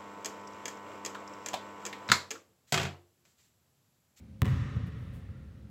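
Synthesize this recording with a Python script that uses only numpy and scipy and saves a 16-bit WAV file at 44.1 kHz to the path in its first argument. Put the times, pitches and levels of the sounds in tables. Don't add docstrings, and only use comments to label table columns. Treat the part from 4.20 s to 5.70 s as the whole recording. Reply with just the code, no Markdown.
import sys
import numpy as np
from scipy import signal
from scipy.fft import rfft, irfft
from scipy.io import wavfile

SR = 44100
rng = np.random.default_rng(int(sys.argv[2]) if len(sys.argv) > 2 else 0)


def to_wav(sig):
    pcm = np.clip(np.atleast_2d(sig), -1, 1) * 32767
    pcm = np.round(pcm).astype(np.int16)
    wavfile.write(sys.argv[1], SR, pcm.T)


N = 66150
T = np.arange(N) / SR
HZ = np.fft.rfftfreq(2 * N, 1 / SR)


# frequency_hz, gain_db
SLAP_TONE = [(200, -23.5), (450, -12), (830, -8.5), (1200, 1), (1520, -7), (1750, -4), (2300, -10),
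             (3600, -8.5), (4400, -18.5), (8500, -21.5), (10000, -24.5), (15000, -19)]
# pitch_hz, level_db, fade_s (time to fall by 60 dB)
BOARD_NOTES = [(73.3, -25, 0.15), (99.4, -14.5, 0.12), (122.8, -9.5, 0.094), (177.3, -20, 0.12),
               (247.6, -25.5, 0.13), (330.6, -34.5, 0.14)]
# pitch_hz, level_db, fade_s
BALL_NOTES = [(435, -38, 0.14), (566.5, -32, 0.036), (751.4, -35, 0.04), (968, -51, 0.43),
              (1160, -40, 0.021), (1156, -63, 0.27), (1284, -60, 0.5), (1437, -66, 0.39),
              (1720, -61.5, 0.2), (2880, -61, 0.28)]
def bounce(start_s=.219, slap_db=7, buzz_db=-10.5, boom_rise_s=0.0052, bass_edge_hz=69.4):
    blow = signal.unit_impulse(N) + amp(buzz_db) * puff(fade_s=.025)
    slap = amp(slap_db) * shape_tone(blow, curve(SLAP_TONE, HZ))
    boom = ring(BOARD_NOTES) * (1 - np.exp(-T / boom_rise_s))
    ping = ring(BALL_NOTES)
    bass_cut_db = -10 * np.log10(1 + (bass_edge_hz / (HZ + 10)) ** 10)
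    out = np.zeros(N)
    add(out, start_s, shape_tone(slap + boom + ping, bass_cut_db))
    return out


# start_s, level_db
KNOCK_HITS = [(0.564, 4.5), (0.667, -7), (1.09, -7), (1.32, -12)]
# frequency_hz, gain_db
KNOCK_TONE = [(40, -2), (85, 24.5), (180, 20), (330, -25.5), (450, 6), (800, -20.5), (1400, -5.5),
              (4000, -40.5), (12000, -43)]
def knocks(gain_db=-10):
    out = np.zeros(N)
    for start_s, level_db in KNOCK_HITS:
        add(out, start_s, amp(level_db + gain_db) * puff(fade_s=0.029))
    return shape_tone(out, curve(KNOCK_TONE, HZ))


# start_s, length_s, level_db
SCUFF_STROKES = [(0.661, 0.04, -71), (0.757, 0.25, -79.5), (0.927, 0.089, -71)]
# frequency_hz, gain_db
SCUFF_TONE = [(1000, 18.5), (5000, 0.5), (8500, 4), (15000, 1.5)]
def scuffs():
    hiss = np.zeros(N)
    for start_s, length_s, level_db in SCUFF_STROKES:
        swell = np.sin(np.pi * np.sqrt(np.minimum(T / length_s, 1)))
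        add(hiss, start_s, amp(level_db) * swell * rng.standard_normal(N))
    return shape_tone(hiss, curve(SCUFF_TONE, HZ))


# start_s, length_s, pitch_hz, level_db
SOLE_SQUEAKS = [(.001, 0.0066, 2260, -63), (1.148, 0.023, 1344, -63.5)]
def squeaks(pitch_wobble=.09):
    out = np.zeros(N)
    for start_s, length_s, pitch_hz, level_db in SOLE_SQUEAKS:
        cycles = np.cumsum(pitch_hz * (1 + pitch_wobble * drift(rate_hz=820))) / SR
        swell = np.sin(np.pi * np.minimum(T / length_s, 1))
        add(out, start_s, amp(level_db) * swell * np.sin(2 * np.pi * cycles))
    return out


# delay_s, level_db, treble_edge_hz
NEAR_ECHOES = [(.012, -13, 4000), (.0372, -11, 10000), (.0466, -12, 3800), (.047, -20, 15000),
               (.060, -13, 3200), (.0663, -20, 12000), (.089, -17, 3000)]
# delay_s, level_db
FAR_ECHOES = [(0.108, -7), (0.191, -5.5), (0.344, -9), (.405, -6.5), (0.547, -15.5), (0.643, -17.5),
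              (0.878, -21.5)]
def echoes(far_edge_hz=133):
    out = np.zeros(N)
    for delay_s, level_db, treble_edge_hz in NEAR_ECHOES:
        add(out, delay_s, amp(level_db) * dull_click(treble_edge_hz))
    for delay_s, level_db in FAR_ECHOES:
        add(out, delay_s, amp(level_db) * dull_click(far_edge_hz))
    return out


def scatter(level_db=-9.5, echoes_per_s=6100, rise_s=0.0013, fade_s=0.49, treble_edge_hz=7000):
    signs = np.sign(rng.standard_normal(N))
    arrivals = rng.random(N) < echoes_per_s / SR
    treble_cut_db = -10 * np.log10(1 + (HZ / treble_edge_hz) ** 2)
    burst = shape_tone(signs * arrivals * amp(-60 * T / fade_s), treble_cut_db)
    return amp(level_db) * burst * (1 - np.exp(-T / rise_s)) / np.linalg.norm(burst)


# frequency_hz, level_db, fade_s
WASH_BANDS = [(63, 2.5, 5.2), (127, -2, 1.67), (245, -0.5, 3.1), (596, 0.5, 2.3), (1030, -2, 1.8),
              (1420, 3.5, 1.94), (1910, 0.5, 2.53), (2630, -1, 2.54), (3750, -2, 2.45), (5940, -1, 1.67),
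              (8900, -9, 1.25), (15000, -21, 0.28)]
def wash(rise_s=0.047):
    bands = np.array(WASH_BANDS)
    hz, time_s, noise = signal.stft(rng.standard_normal(N), SR, nperseg=1024)
    level_db = curve(bands[:, [0, 1]], hz)[:, None]
    fade_s = curve(bands[:, [0, 2]], hz)[:, None]
    balance = np.sqrt(2 * np.log(1000) / (fade_s * SR))
    fading = noise * amp(level_db - 60 * time_s / fade_s) * balance
    tail = signal.istft(fading, SR, nperseg=1024)[1][:N]
    return tail * (1 - np.exp(-T / rise_s))


def gym(sound, delay_s=.0245):
    response = echoes()
    add(response, delay_s, scatter() + wash())
    return sound + signal.fftconvolve(sound, response)[:N]


# frequency_hz, gain_db
AIR_TONE = [(20, -31), (40, -24), (65, 2.5), (140, -0.5), (220, -7), (320, -15), (450, -22.5), (560, -24.5),
            (750, -28.5), (1150, -32.5), (3800, -38.5), (8000, -45.5), (15500, -50.5)]
# pitch_hz, level_db
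FAN_NOTES = [(72, -61.5), (210, -61.5), (533, -72)]
def ventilation(air_db=-52.5, waver_depth=0.38):
    air = irfft(rfft(rng.standard_normal(2 * N)) * amp(curve(AIR_TONE, HZ)))[:N]
    out = amp(air_db) * unit(air)
    for pitch_hz, level_db in FAN_NOTES:
        waver = 1 + waver_depth * drift(rate_hz=7.3)
        hum = np.sin(2 * np.pi * (pitch_hz * T + rng.random()))
        out += amp(level_db) * unit(waver * hum)
    return out


def amp(db):
    return 10 ** (np.asarray(db) / 20)


def unit(x):
    return x / np.sqrt(np.mean(x ** 2) + 1e-20)


def curve(points, hz):
    point_hz, values = np.transpose(points)
    return np.interp(np.log(hz + 1), np.log(point_hz + 1), values)


def add(mix, start_s, sound):
    part = mix[max(round(start_s * SR), 0):][:len(sound)]
    part += sound[:len(part)]


def shape_tone(x, gain_db):
    log_gain = np.log(amp(np.r_[gain_db, gain_db[-2:0:-1]]))
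    response = np.exp(np.conj(signal.hilbert(log_gain)))[:len(HZ)]
    return irfft(rfft(x, 2 * N) * response)[:len(x)]


def drift(rate_hz):
    return unit(irfft(rfft(rng.standard_normal(2 * N)) * np.exp(-(HZ / rate_hz) ** 2))[:N])


def ring(notes):
    return sum(amp(db - 60 * T / fade_s) * np.sin(2 * np.pi * hz * T) for hz, db, fade_s in notes)


def puff(fade_s):
    noise = rng.standard_normal(N) * amp(-60 * T / fade_s)
    return noise / np.linalg.norm(noise)


def dull_click(edge_hz):
    return shape_tone(signal.unit_impulse(N), -10 * np.log10(1 + (HZ / edge_hz) ** 6))


def scene():
    return (gym(bounce() + knocks() + scuffs() + squeaks()) + ventilation())[None]


def record(dry, treble_edge_hz=15900):
    treble_cut = signal.firwin(511, treble_edge_hz, window=("kaiser", 9), fs=SR)
    return signal.oaconvolve(dry, treble_cut[None], "same")


dry = scene()
out = record(dry)
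to_wav(out)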